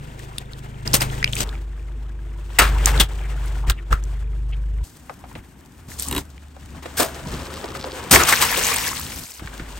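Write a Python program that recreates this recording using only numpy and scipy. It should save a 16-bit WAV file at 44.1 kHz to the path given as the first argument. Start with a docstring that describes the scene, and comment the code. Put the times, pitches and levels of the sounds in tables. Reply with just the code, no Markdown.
"""Long water balloons burst, creak and snap under the tyre of a car that creeps over wet asphalt.
Ragged noise makes the bursts and gushes, and ringing slips make the rubber; firing tones make the idling engine.
A second, quieter car squeezes a big balloon full of gel beads until it tears open and they rain over the road.
Everything is heard close beside the tyre, in four passes that begin and end abruptly."""
import sys
import numpy as np
from scipy import signal
from scipy.fft import rfft, irfft, next_fast_len
from scipy.io import wavfile
from scipy.ndimage import uniform_filter1d

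SR = 44100
rng = np.random.default_rng(int(sys.argv[2]) if len(sys.argv) > 2 else 0)


def dump(signal):
    """Clip the signal to [-1, 1] and save it as 16-bit WAV at the path in sys.argv[1]."""
    limited = np.clip(np.atleast_2d(signal).T, -1, 1)
    pcm = np.round(limited * 32767).astype(np.int16)
    wavfile.write(sys.argv[1], SR, pcm)


N = 431738
TIME = np.arange(N) / SR
# where the four passes begin and end [s]; the first car makes two, then the second car makes two
PASS_EDGES_S = (0, 1.44, 4.84, 9.4, 9.8)


def from_db(db):
    """Turn decibels into gain."""
    return np.exp(np.asarray(db) * (np.log(10) / 20))


def rms_one(x):
    """Scale to an average strength (rms) of 1."""
    return x / np.sqrt(np.mean(x ** 2) + 1e-20)


def in_time(rows):
    """Read each column of a curve at every sample."""
    s, *columns = np.transpose(rows)
    return [np.interp(TIME, s, column) for column in columns]


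def at_hz(points, hz):
    """Read a table along log frequency."""
    f, value = np.transpose(points)
    return np.interp(np.log(hz + 1e-3), np.log(f), value)


def between(start, end):
    """Give 1 inside a stretch of time, with 8 ms fades."""
    return np.clip(np.minimum(TIME - start, end - TIME) / 0.008 + .5, 0, 1)


def drift(rate):
    """Wander at random: straight lines join `rate` chance values a second, which have spread 1."""
    knots = rng.standard_normal(int(rate * N / SR) + 2)
    return np.interp(TIME * rate, np.arange(len(knots)), knots)


def band(x, hz, kind):
    """Keep part of the spectrum with a Butterworth filter."""
    sos = signal.butter(2, np.clip(hz, 10, .45 * SR), kind, fs=SR, output="sos")
    return signal.sosfilt(sos, x)


def resonate(x, hz, width_hz):
    """Ring one resonance with gain 1 at its top."""
    r = np.exp(-np.pi * width_hz / SR)
    feedback = [1, -2 * r * np.cos(2 * np.pi * hz / SR), r * r]
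    return signal.lfilter(np.array([1, 0, -1]) * (1 - r * r) / 2, feedback, x)


def gliding(slips, hz, width_hz):
    """Two unrelated trains of slips ring one resonance whose pitch may move; rms 1."""
    real, imaginary = band(slips, width_hz / 2, "low")
    angle = 2 * np.pi * np.cumsum(hz) / SR
    return rms_one(real * np.cos(angle) + imaginary * np.sin(angle))


def white():
    """Make two unrelated noises."""
    return rng.standard_normal((2, N))


def grains(per_s, spread_db):
    """Random tiny impacts of uneven strength, at the same moments on both sides; rms 1."""
    born = rng.random(N) < per_s / SR
    strength = from_db(spread_db * np.minimum(rng.exponential(1, N), 4))
    return rms_one(white() * born * strength)


def plips(per_s, low_hz, high_hz, sharpness, count=18):
    """Random wet drops ring briefly at one of `count` pitches; two sets that recur every few seconds."""
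    size = N // 4 + 1
    drops = grains(per_s, spread_db=2.5)[:, :size]
    dealt = rng.integers(0, count, size)  # which pitch each drop gets
    pitches = np.geomspace(low_hz, min(high_hz, .4 * SR), count)
    rings = sum(resonate(drops * (dealt == k) + 1e-18, hz, hz / sharpness)
                for k, hz in enumerate(pitches))
    return np.tile(rms_one(rings), N // size + 1)[:, :N]


def coloured(pair, spectrum):
    """Give two unrelated signals a colour and make them left and right; rms 1."""
    # how alike left and right are: pitch_hz, likeness [1 = the same]
    likeness = [(50, 0.98), (260, 0.92), (500, 0.47), (2500, 0.65), (6000, 0.6), (9000, .85), (15000, 1)]
    # left minus right: pitch_hz, difference_db
    balance = [(100, 1.5), (250, 1.5), (700, 3), (2000, 3), (4500, 5.5), (8000, 1.5), (15000, -0.5)]
    size = next_fast_len(N)
    hz = np.arange(size // 2 + 1) * SR / size
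    mid, side = rfft(pair, size) * from_db(at_hz(spectrum, hz))
    alike = np.clip(at_hz(likeness, hz), -1, 1)
    sides = np.array([[1], [-1]])
    both = np.sqrt(1 + alike) * mid + np.sqrt(1 - alike) * side * sides
    both = both * from_db(sides * at_hz(balance, hz) / 2)
    return rms_one(irfft(both, size)[:, :N])


def add(out, s, sound):
    """Mix a sound in at a time."""
    at = int(s * SR)
    out[:, at:at + sound.shape[-1]] += sound[..., :N - at]


def bursts():
    """The skin rips: bass from the escaping volume, treble from the torn edge, a cavity ring, then gushes."""
    # balloons tear or let go: start_s, level_db, tearing_s, bass_db, treble_db, ring_hz, ring_db
    tears = [(0.9355, -16, 0.0095, 11, 13.5, 564, -1.5), (1.402, -26, 0.0057, 7.5, 6, 550, -4),
             (2.586, -3, 0.0047, -42, 0.5, 1760, -6), (2.996, -15, 0.011, 2.5, 8, 3370, 5),
             (3.697, -21.5, 0.0022, -9, 7.5, 1470, 0.5), (3.921, -22, 0.0075, -9, -3, 1380, 0),
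             (6.966, -29, 0.032, -9.5, 14.5, 1640, 0), (6.98, -30.5, 0.044, 14, 9.5, 644.4, 10),
             (8.108, -16, 0.0093, 7, 15, 980, -9), (8.12, -16.5, 0.03, 6, 14, 990, -0.5)]
    # water or a clump of beads slaps the road: start_s, level_db, rise_s, t60_s, treble_db, ring_hz, ring_db
    slaps = [(0.998, -20.5, 0.019, 0.087, -0.5, 748, -5), (2.595, -11, 0.0043, 0.25, -9.5, 1345, -4.5),
             (2.866, -18.5, 0.0042, 0.15, -2, 877, -9), (8.197, -16.5, 0.0039, 0.14, -22, 1340, -1.5),
             (8.267, -16, 0.02, 0.17, 6, 1140, -5), (8.321, -21.5, 0.005, 0.029, 0, 1823, 9.5),
             (8.401, -16.5, 0.022, 0.14, 4, 1000, -5), (8.571, -27.5, 0.0031, 0.14, 11.5, 480, 4.5)]
    # colour of the rush: pitch_hz, level_db
    colour_curve = [(59, -26), (100, -3.5), (621, -8), (1230, -4), (1480, -5), (1830, -6), (7290, -14),
                    (8640, -10.5), (10200, -15.5), (11600, -14.5), (16000, -19.5)]
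    rise_share = 0.66  # of the tearing time; the rest is held
    tear_t60_s, t60_per_tear = 0.042, 3.5  # a longer tear dies away more slowly
    gush_hold_s, gush_bass_db = 0.012, -15
    rush = coloured(white() + 0.94 * grains(per_s=3000, spread_db=-1.5), colour_curve)
    rush = rush * from_db(2.3 * drift(250))  # ragged
    bass = band(rush, 550, "low")
    body = -band(rush, [450, 3200], "band")
    treble = band(rush, 4700, "high")
    churn = coloured(white(), colour_curve)
    out, t = np.zeros((2, N)), TIME[:SR // 2]

    def blast(s, rise, hold, t60, bass_db, treble_db, ring_hz, ring_db):
        """One rush rises, holds and dies; its bass, treble and ring are set against its middle."""
        span = slice(int(s * SR), int(s * SR) + len(t))
        fall_db = -60 * np.maximum(t - rise - hold, 0) / t60
        shape = np.minimum(t / max(rise, 1e-4), 1) * from_db(fall_db)
        cavity = rms_one(resonate(churn[:, span], ring_hz, ring_hz / 5))
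        edges = from_db(bass_db) * bass[:, span] + from_db(treble_db) * treble[:, span]
        return shape * (body[:, span] + edges + from_db(ring_db) * cavity)

    for s, db, tear, *colour in tears:
        rise, hold = rise_share * tear, (1 - rise_share) * tear
        add(out, s, from_db(db) * blast(s, rise, hold, tear_t60_s + t60_per_tear * tear, *colour))
    for s, db, rise, t60, *colour in slaps:
        add(out, s, from_db(db) * blast(s, rise, gush_hold_s, t60, gush_bass_db, *colour))
    return out


def beads():
    """Gel beads pour down steadily, then thin out: fine patter, lone ticks, and clumps with wet plops."""
    # colour of the pouring beads: pitch_hz, level_db
    bead_colour = [(210, -36.5), (350, -15), (490, 1), (575, -8.5), (1010, -1), (1450, -5.5), (2200, -3),
                   (8310, -3), (10100, -3), (11600, -5.5), (13900, -5.5), (16000, -2)]
    start_s, thins_s, rise_s = 8.17, 8.754, 0.025
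    # the wet splatter fades faster than the fine patter
    splatter_start_db, splatter_fall_db_per_s = -16, 49.5
    patter_start_db, patter_fall_db_per_s = -23, 29
    clump_db, clumps_per_s = 1.7, 33  # the beads land unevenly
    thinning_s = np.maximum(TIME - thins_s, 0)
    splatter_db = splatter_start_db - splatter_fall_db_per_s * thinning_s
    patter_db = patter_start_db - patter_fall_db_per_s * thinning_s
    single = plips(per_s=4500, low_hz=1500, high_hz=13000, sharpness=12)
    clumps = plips(per_s=1000, low_hz=450, high_hz=3000, sharpness=10)
    lone = plips(per_s=200, low_hz=1000, high_hz=7500, sharpness=6)
    hiss = .6 * white() + .5 * grains(per_s=1800, spread_db=2.5)
    rain = coloured(hiss + single + .3 * clumps + .42 * lone, bead_colour)
    splatter = from_db(splatter_db) * band(rain, 2310, "low")
    patter = from_db(patter_db) * band(rain, 4400, "high")
    onset = np.clip((TIME - start_s) / rise_s, 0, 1)
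    unevenness = from_db(clump_db * drift(clumps_per_s))
    return (splatter - patter) * onset * unevenness * between(-1, 9.4)


def bead_ticks():
    """A near bead lands with a tiny ring that rises a little in pitch."""
    # single beads that land close by: start_s, level_db, pitch_hz
    near_beads = [(8.638, -7, 6200), (8.718, -15, 1140), (8.73, -13, 2370), (8.762, -3, 8600),
                  (8.871, -16.5, 1690), (8.914, -21.5, 1040)]
    out, t = np.zeros((2, N)), TIME[:SR // 10]
    for s, db, hz in near_beads:
        age = t * hz / 37  # reaches 1, 60 dB down, after 37 cycles
        tone = np.sin(2 * np.pi * hz * t * (1 + 0.044 * age))
        add(out, s, from_db(db - 60 * age) * np.minimum(t * hz, 1) * tone)
    return out


def rubber():
    """Bright snaps and dull knocks as the balloons are pinched and let go."""
    # rubber snaps off the tread: start_s, level_db (of the loudest 5 ms), pitch_hz
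    snap_list = [(0.382, -22.5, 3520), (0.383, -24, 9350), (0.533, -34.5, 3930), (0.876, -17, 4900),
                 (0.933, -15, 5400), (0.965, -19, 8000), (1.0073, -18.5, 5000), (1.02, -19, 8700),
                 (1.1, -32, 3030), (1.228, -16.5, 1960), (1.2427, -8, 2310), (1.243, -14.5, 4600),
                 (1.276, -23, 2900), (1.326, -28, 7450), (1.3325, -18.5, 3260), (1.3535, -22.5, 7800),
                 (1.366, -22, 2460), (1.4055, -18, 6160), (1.491, -31.5, 3830), (1.553, -36.5, 1980),
                 (2.858, -1.5, 7200), (2.977, -22, 3834), (3.459, -36, 9200), (3.699, -17, 3370),
                 (3.702, -19, 1410), (3.719, -29, 3500), (3.9277, -9.5, 1340), (4.038, -35.5, 6900),
                 (5.917, -36, 1820), (5.997, -19.5, 8060), (6.023, -20, 12000), (6.085, -20.5, 8200),
                 (6.111, -25, 8700), (6.379, -42, 2600), (8.147, -7, 7200), (8.159, 0, 2100),
                 (8.2353, -12, 6160)]
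    # squeezed rubber knocks: start_s, level_db (of the loudest 5 ms), pitch_hz, t60_s of its slips
    knock_list = [(5.0954, -27, 920, 0.014), (5.098, -32, 597, 0.06), (5.239, -35, 690, 0.084),
                  (5.313, -41.5, 800, 0.05), (5.352, -36, 1880, 0.06), (5.355, -35.5, 450, 0.06),
                  (6.565, -39.5, 574, 0.06), (6.748, -42, 900, .03), (6.857, -27.5, 454, 0.05),
                  (6.857, -33.5, 1420, 0.037), (6.998, -15, 343, 0.11), (7.641, -24.5, 410, 0.04),
                  (7.75, -28, 980, 0.05), (7.8425, -23, 740, 0.014), (7.872, -27.5, 480, .04),
                  (9.119, -31, 2100, .04), (9.395, -34.5, 1300, .025), (9.473, -30, 1500, 0.03),
                  (9.596, -31, 1380, 0.068)]
    out = np.zeros((2, N))
    for s, db, hz in snap_list:
        add(out, s, from_db(db) * snap(hz))
    for s, db, hz, t60 in knock_list:
        add(out, s, from_db(db) * knock(hz, t60))
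    return out * from_db([[.7], [-.7]])  # a little to the left


def snap(hz):
    """A bright, very short slip: lower ones are purer squeaks, higher ones have more crack."""
    crack = 0.35 * np.sqrt(hz / 6000)
    return strike(hz, t60=.010, sharpness=2.6, crack=crack, low_hz=1500, spread=0.87)


def knock(hz, t60):
    """A dull slip of stretched rubber, damped more strongly than a snap."""
    return strike(hz, t60, sharpness=1.0, crack=0.18, low_hz=131, spread=0.6)


def strike(hz, t60, sharpness, crack, low_hz, spread):
    """A short rattle of slips rings one damped resonance of stretched skin; its loudest 5 ms have rms 1."""
    t = TIME[:SR // 4]
    mid, side = rng.standard_normal((2, len(t)))
    shape = np.minimum(t / 0.0004, 1) * from_db(-60 * t / max(t60, .003))
    slips = (mid + spread * side * [[1], [-1]]) * shape
    ring = resonate(resonate(slips, hz, hz / sharpness), hz, hz / sharpness)  # twice: dark on both sides
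    noise = rms_one(band(slips, [low_hz, 2 * hz + low_hz], "band"))
    sound = rms_one(ring) + crack * noise
    return sound / np.sqrt(uniform_filter1d(np.mean(sound ** 2, axis=0), size=SR // 200).max())


def judder():
    """The big balloon judders under the tread: each slip rasps into the same modes of its taut skin."""
    # a short run of slips: start_s, level_db
    slip_list = [(6.112, -24.5), (6.126, -20.5), (6.149, -24), (6.163, -20), (6.179, -20.5)]
    # modes of the skin: pitch_hz, width_hz (doubled below), level_db
    skin_modes = [(280, 24, -4), (381, 23, -9), (1015, 92, -4), (1340, 100, -14), (2000, 140, -8),
                  (2940, 250, -2), (3220, 280, -4), (3800, 150, -2.5), (8500, 1100, 1.5),
                  (12000, 2800, 4.5)]
    out, t = np.zeros((2, N)), TIME[:SR // 4]
    for s, db in slip_list:
        rasp = rng.standard_normal(len(t)) * from_db(-60 * t / 0.016)  # 60 dB down after 16 ms
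        skin = np.zeros(len(t))
        for hz, width_hz, mode_db in skin_modes:
            ring = resonate(resonate(rasp, hz, 2 * width_hz), hz, 2 * width_hz)
            skin += from_db(mode_db) * ring / np.abs(ring).max()
        add(out, s, from_db(db) * skin)
    return out


def groan():
    """Stick and slip rings the resonances of the squeezed balloon, which sink together as it bulges."""
    # the tread drags over the big balloon: time_s, pitch_hz, level_db
    drag = [(7.06, 700, -46.5), (7.22, 669.7, -45), (7.35, 544.6, -42.5), (7.85, 531, -40.5),
            (8.1, 480.6, -45)]
    # resonances, the highest a broad rubbing hiss: multiple of the pitch, width_hz, level_db
    groan_modes = [(.72, 130, -1), (1, 45, -1), (2.17, 220, -6), (8.2, 2180, -4)]
    slips_per_s = 130
    hz, db = in_time(drag)
    ring = np.zeros((2, N))
    for multiple, width_hz, mode_db in groan_modes:
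        slips = grains(slips_per_s, spread_db=3.0)
        ring += from_db(mode_db) * gliding(slips, multiple * hz, width_hz)
    return from_db(db) * between(drag[0][0], drag[-1][0]) * ring


def squelches():
    """Ragged slips ring a pocket of water and air whose pitch may glide as it is squeezed."""
    # wet rubber squeezes out water: start_s, level_db, length_s, centre pitch_hz, glide_octaves
    squeezes = [(1.124, -38, 0.024, 1850, -0.17), (2.773, -36.5, 0.053, 2200, .2),
                (3.235, -42.5, 0.04, 2045, -.3), (3.623, -38.5, 0.056, 1020, 0),
                (3.773, -42.5, 0.034, 2300, -0.49), (4.518, -41, 0.033, 2686, 0.235),
                (6.042, -42, 0.067, 1042, 0), (8.306, -24, 0.045, 902, 1.42)]
    sharpness = 2.6  # pitch divided by width
    out = np.zeros((2, N))
    slips = white() + grains(per_s=500, spread_db=2.0)
    for s, db, length, hz, octaves in squeezes:
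        age = np.linspace(0, 1, int(max(length, .005) * SR))
        span = slice(int(s * SR), int(s * SR) + len(age))
        pitch = hz * 2 ** (octaves * (age - .5))
        ring = gliding(slips[:, span], pitch, hz / sharpness)
        add(out, s, from_db(db) * np.sin(np.pi * age) * ring)
    return out * from_db([[1], [-1]])  # a little to the left


def tyre():
    """Rolling rubber: a low rumble, tread scrubbing and squelching on stone, and crackling grit."""
    # rumble of the first car and of the second car: pitch_hz, level_db
    first_rumble, second_rumble = [(88, -23.5), (150, 3), (167, -18.5), (205, -9), (500, -15), (650, -36.5),
                                   (1100, -120)], [(15, -45), (25, -13), (64, 5), (102, -2), (134, -1),
                                                      (227, -6), (257, -2), (379, -15.5), (500, -44),
                                                      (1100, -120)]
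    # colour of the scrubbing tread: pitch_hz, level_db
    scrub_colour = [(210, -27), (350, 0), (535, -6.5), (595, -5), (972, -4.5), (1220, -7.5), (1500, -6.5),
                    (3500, -16.5), (4550, -34.5), (7700, -120)]
    # grit on the wet road and on the dry road: pitch_hz, level_db
    wet_grit, dry_grit = [(1650, -18.5), (2800, 0.5), (5500, -3), (8480, -1), (10200, -7.5), (11800, -8),
                          (13800, -13.5), (16000, -10.5)], [(2000, -7.5), (3300, 2), (6000, 4), (8500, 6), (15500, -2.5)]
    catch_size_db, catches_per_s = 3, 65  # the tread catches and slips
    creak_size_db, creaks_per_s = 1.33, 34  # slower surges of the scrubbing
    rumble_gain, scrub_gain, grit_gain = contact()
    first_car, dry_road = between(-1, 4.84), between(4.84, 6.3)
    rumble = first_car * coloured(white(), first_rumble)
    rumble = rumble + (1 - first_car) * coloured(white(), second_rumble)
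    wet_drops = plips(per_s=1000, low_hz=450, high_hz=4000, sharpness=14)
    scrub = coloured(white() + (.25 + .15 * first_car) * wet_drops, scrub_colour)
    stray_ticks = grains(per_s=16, spread_db=1.0)
    crackle = white() + .5 * grains(per_s=490, spread_db=5.0) + 0.15 * stray_ticks
    grit = (1 - dry_road) * coloured(crackle, wet_grit) + dry_road * coloured(crackle, dry_grit)
    catch_db = catch_size_db * drift(catches_per_s)
    creak_db = creak_size_db * drift(creaks_per_s)
    rubbing = scrub_gain * from_db(.5 * catch_db + creak_db) * scrub
    return rumble_gain * lull() * rumble + rubbing + grit_gain * from_db(catch_db) * grit


def contact():
    """Gains of rumble, scrub and grit: steady rolling, plus rubs that set in, swell or ease, and let go."""
    # free rolling, a row for each pass: rumble_db, scrub_db, grit_db
    rolling = [(-45, -48, -56), (-49.5, -53.5, -61.5), (-47.5, -53.5, -57.5), (-44.5, -43.5, -47)]
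    # the tread grips and rubs over something: start_s, length_s, swell_db, rumble_db, scrub_db, grit_db
    rubs = [(0, 0.42, 6.5, -63, -51.5, -57), (0.849, 0.45, -5.5, -36.5, -38, -43),
            (1.322, 0.11, 11, -38, -36, -33.5), (1.431, 0.16, -3, -42, -45, -53.5),
            (2.351, 0.26, 17, -72, -49.5, -55), (2.583, 0.44, 6.5, -37, -33.5, -42),
            (3.08, 0.53, 1.5, -46.5, -43, -50), (3.663, 0.024, 3, -37, -37, -39.5),
            (3.902, 0.027, 1.5, -35.5, -33.5, -42), (3.988, 0.23, -2, -60.5, -53.5, -59),
            (4.832, 0.27, -18, -75, -82, -56.5), (5.13, 0.26, 10, -45, -54, -59),
            (5.878, 0.12, 0, -43, -48.5, -42.5), (5.979, 0.073, 3, -50, -44.5, -30.5),
            (6.067, 0.12, 5.5, -31.5, -36.5, -38), (6.52, 0.27, 12, -44.5, -53, -57.5),
            (6.82, 0.17, -1.5, -46, -40.5, -45.5), (6.968, 1.27, 2, -40.5, -37.5, -44.5),
            (7.226, 0.2, 3, -35, -48.5, -46.5), (8.126, 0.17, -28.5, -28.5, -22.5, -41),
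            (8.304, 0.93, -4.5, -37, -42.5, -42)]
    attack_s, t60_s = 0.0088, 0.16
    t = TIME[::64]  # coarse steps are enough for gains
    power = np.zeros((3, len(t)))
    for start, end, db in zip(PASS_EDGES_S, PASS_EDGES_S[1:], rolling):
        power += np.outer(from_db(db), (t >= start) & (t < end)) ** 2
    for start, length, swell_db, *db in rubs:
        age = t - start
        swell = swell_db * (np.clip(age / length, 0, 1) - .5)
        shape_db = swell - 60 * np.maximum(age - length, 0) / t60_s
        in_pass = t < min(edge for edge in PASS_EDGES_S if edge > start + length / 2)
        shape = np.clip(age / attack_s, 0, 1) * from_db(shape_db) * in_pass
        power += np.outer(from_db(db), shape) ** 2
    return [np.interp(TIME, t, np.sqrt(p)) for p in power]


def thuds():
    """A soft push sets off a rough low boom whose pitch moves to a resting pitch as the load eases."""
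    # thuds under the car: start_s, level_db, starting pitch_hz, t60_s
    pushes = [(5.175, -35, 280, 0.0705), (5.354, -32.5, 301, .2), (5.883, -29, 130, .08),
              (6.119, -29, 80, .22), (7.262, -25, 150.6, .2), (7.338, -24, 158.6, 0.16),
              (8.226, -24, 119.7, 0.26), (9.419, -30, 260, 0.25), (9.597, -28, 288, .25)]
    rise_s, sink_s, end_hz = 0.0035, .013, 74.8
    out, t = np.zeros((2, N)), TIME[:SR // 3]
    for s, db, start_hz, t60 in pushes:
        hz = end_hz + (start_hz - end_hz) * np.exp(-t / sink_s)
        boom = gliding(rng.standard_normal((2, len(t))), hz, .7 * start_hz)
        add(out, s, from_db(db - 60 * t / t60) * np.minimum(t / rise_s, 1) * boom)
    return out


def engines():
    """The idling car in two passes, then the soft wavering drone of the second car under load."""
    # exhaust loudness in the first and second pass: time_s, level_db
    first_level, second_level = [(0, -43.5), (.8, -41), (.92, -32.5), (1.42, -34)], [(1.44, -27.5), (1.8, -32), (2.9, -30), (3.2, -26),
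                                                 (3.66, -24.5), (3.74, -32), (3.89, -32), (3.97, -27),
                                                 (4.84, -23.5)]
    # exhaust tones in the two passes: multiple of the crankshaft rate, level_db
    first_orders, second_orders = [(1, -5), (2, 2), (3, -9), (4, -2.5), (5, 0), (6, -22.5), (7, -15.5),
                                   (8, -14)], [(1, -25), (2, 2), (3, -14.5), (4, -24), (5, -16),
                                                     (6, -27)]
    # rings of pipes and panels in the two passes: pitch_hz, width_hz, level_db
    first_rings, second_rings = [(211.6, 5.5, -60), (243, 10, -60.5), (369, 4.9, -55.5)], [(86.1, 6, -47), (231.3, 24, -59.5), (338.9, 9, -57.5),
                                                  (428.6, 29, -61.5)]
    # firing rate in the second pass: time_s, rate_hz
    firing = [(1.5, 50.47), (3.56, 50.2), (3.73, 49.15), (4.8, 50.7)]
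    # the volume of the engine is turned up abruptly around some of the bursts: start_s, end_s, boost_db
    boosts = [(2.598, 3.044, 11.5), (3.682, 3.723, 12.5), (3.909, 3.946, 14)]
    # drone of the second car: time_s, pitch_hz, level_db
    drone_curve = [(4.85, 92, -45.5), (5.7, 84, -44), (6.1, 68, -39), (7.8, 74, -41), (9.3, 77, -48),
                   (9.45, 52.5, -37), (9.79, 51.6, -34.5)]
    boost_db = sum(db * between(start, end) for start, end, db in boosts)
    firing_hz, = in_time(firing)
    first = idle(26.4, first_level, first_orders, rough=0.23) + hum(first_rings)
    first = first * between(-1, 1.44)
    second = idle(firing_hz / 2, second_level, second_orders, rough=.32) + hum(second_rings)
    second = second * between(1.44, 4.84) * from_db(boost_db)
    hz, db = in_time(drone_curve)
    drone = from_db(db) * np.sin(2 * np.pi * np.cumsum(hz * (1 + 0.063 * drift(25))) / SR)
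    drone = drone * between(5.8, 11) * lull()
    return (first + second + drone) * from_db([[.3], [-.3]])


def idle(crank_hz, level, orders, rough):
    """Four cylinders fire twice a turn; uneven firing makes the other tones waver more than the second."""
    size = N // 2  # this car is heard in the first half only
    level_db, = in_time(level)
    angle = 2 * np.pi * np.cumsum(crank_hz * (1 + .004 * drift(10)))[:size] / SR
    out = np.zeros(N)
    for order, db in orders:
        unevenness = (drift(6) + .5 * drift(30))[:size]
        waver = 1 + rough * unevenness * (.2 if round(order) == 2 else 1)
        out[:size] += from_db(db) * waver * np.cos(round(order) * angle + rng.uniform(0, 2 * np.pi))
    return from_db(level_db) * np.sqrt(2) * out


def hum(rings):
    """Engine vibration keeps a few narrow resonances sounding."""
    shake = rng.standard_normal(N)
    out = np.zeros(N)
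    for hz, width_hz, db in rings:
        out += from_db(db) * rms_one(resonate(resonate(shake, hz, width_hz), hz, width_hz))
    return out


def lull():
    """Gain that makes the low rumble and drone drop away briefly."""
    # the drop: start_s, end_s, change_db
    dip = (9.26, 9.39, -9)
    start, end, db = dip
    return from_db(db * between(start, end))


def street(x, t60, wall_hz):
    """Scattered dull echoes from the underbody, kerb and fences."""
    t = TIME[:SR]
    echoes = band(rng.standard_normal((2, SR)), [250, wall_hz], "band")
    echoes = echoes * from_db(-60 * t / t60) * (t > .012)
    return signal.fftconvolve(x, echoes / np.sqrt(np.sum(echoes ** 2) / 2), axes=1)[:, :N]


def lead(x, phases):
    """Advance the phase of a signal by a table of pitch_hz, phase_radians."""
    size = next_fast_len(N)
    hz = np.arange(size // 2 + 1) * SR / size
    turn = np.exp(1j * np.interp(hz, *np.transpose(phases)))
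    return irfft(rfft(x, size) * turn, size)[:N]


def scene():
    """Mix all sounds; sharp ones echo faintly, and the first pass reaches the left side early."""
    burst_width = 0.76  # left-right spread, 0-1
    lead_s, lead_below_hz = .00043, 2340  # the first pass is off to the left
    pops = bursts()
    hits = burst_width * pops + (1 - burst_width) * pops.mean(axis=0)
    hits = hits + rubber() + judder() + bead_ticks()
    echoes = from_db(-24.5) * street(hits, t60=0.13, wall_hz=3000)
    left, right = hits + beads() + groan() + squelches() + tyre() + thuds() + engines() + echoes
    early = lead(left, [(0, 0), (lead_below_hz, 2 * np.pi * lead_below_hz * lead_s)])
    first_pass = between(-1, PASS_EDGES_S[1])
    return np.array([first_pass * early + (1 - first_pass) * left, right])


def record(dry):
    """The left microphone port shifts the treble's phase, loud peaks are rounded, the top is cut."""
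    # lead of the left port over the right: pitch_hz, phase_radians
    port_phase = [(1900, 0), (2900, 0.84), (8100, 0.5), (10150, -3), (11700, -6), (12400, -6),
                  (13700, -11.5), (15400, -12.5)]
    cutoff_hz = 15800
    left, right = dry
    loud = 1.17 * np.tanh(np.array([lead(left, port_phase), right]) / 1.164)
    return signal.sosfilt(signal.ellip(10, .1, 70, cutoff_hz, fs=SR, output="sos"), loud)


dry = scene()
out = record(dry)
dump(out)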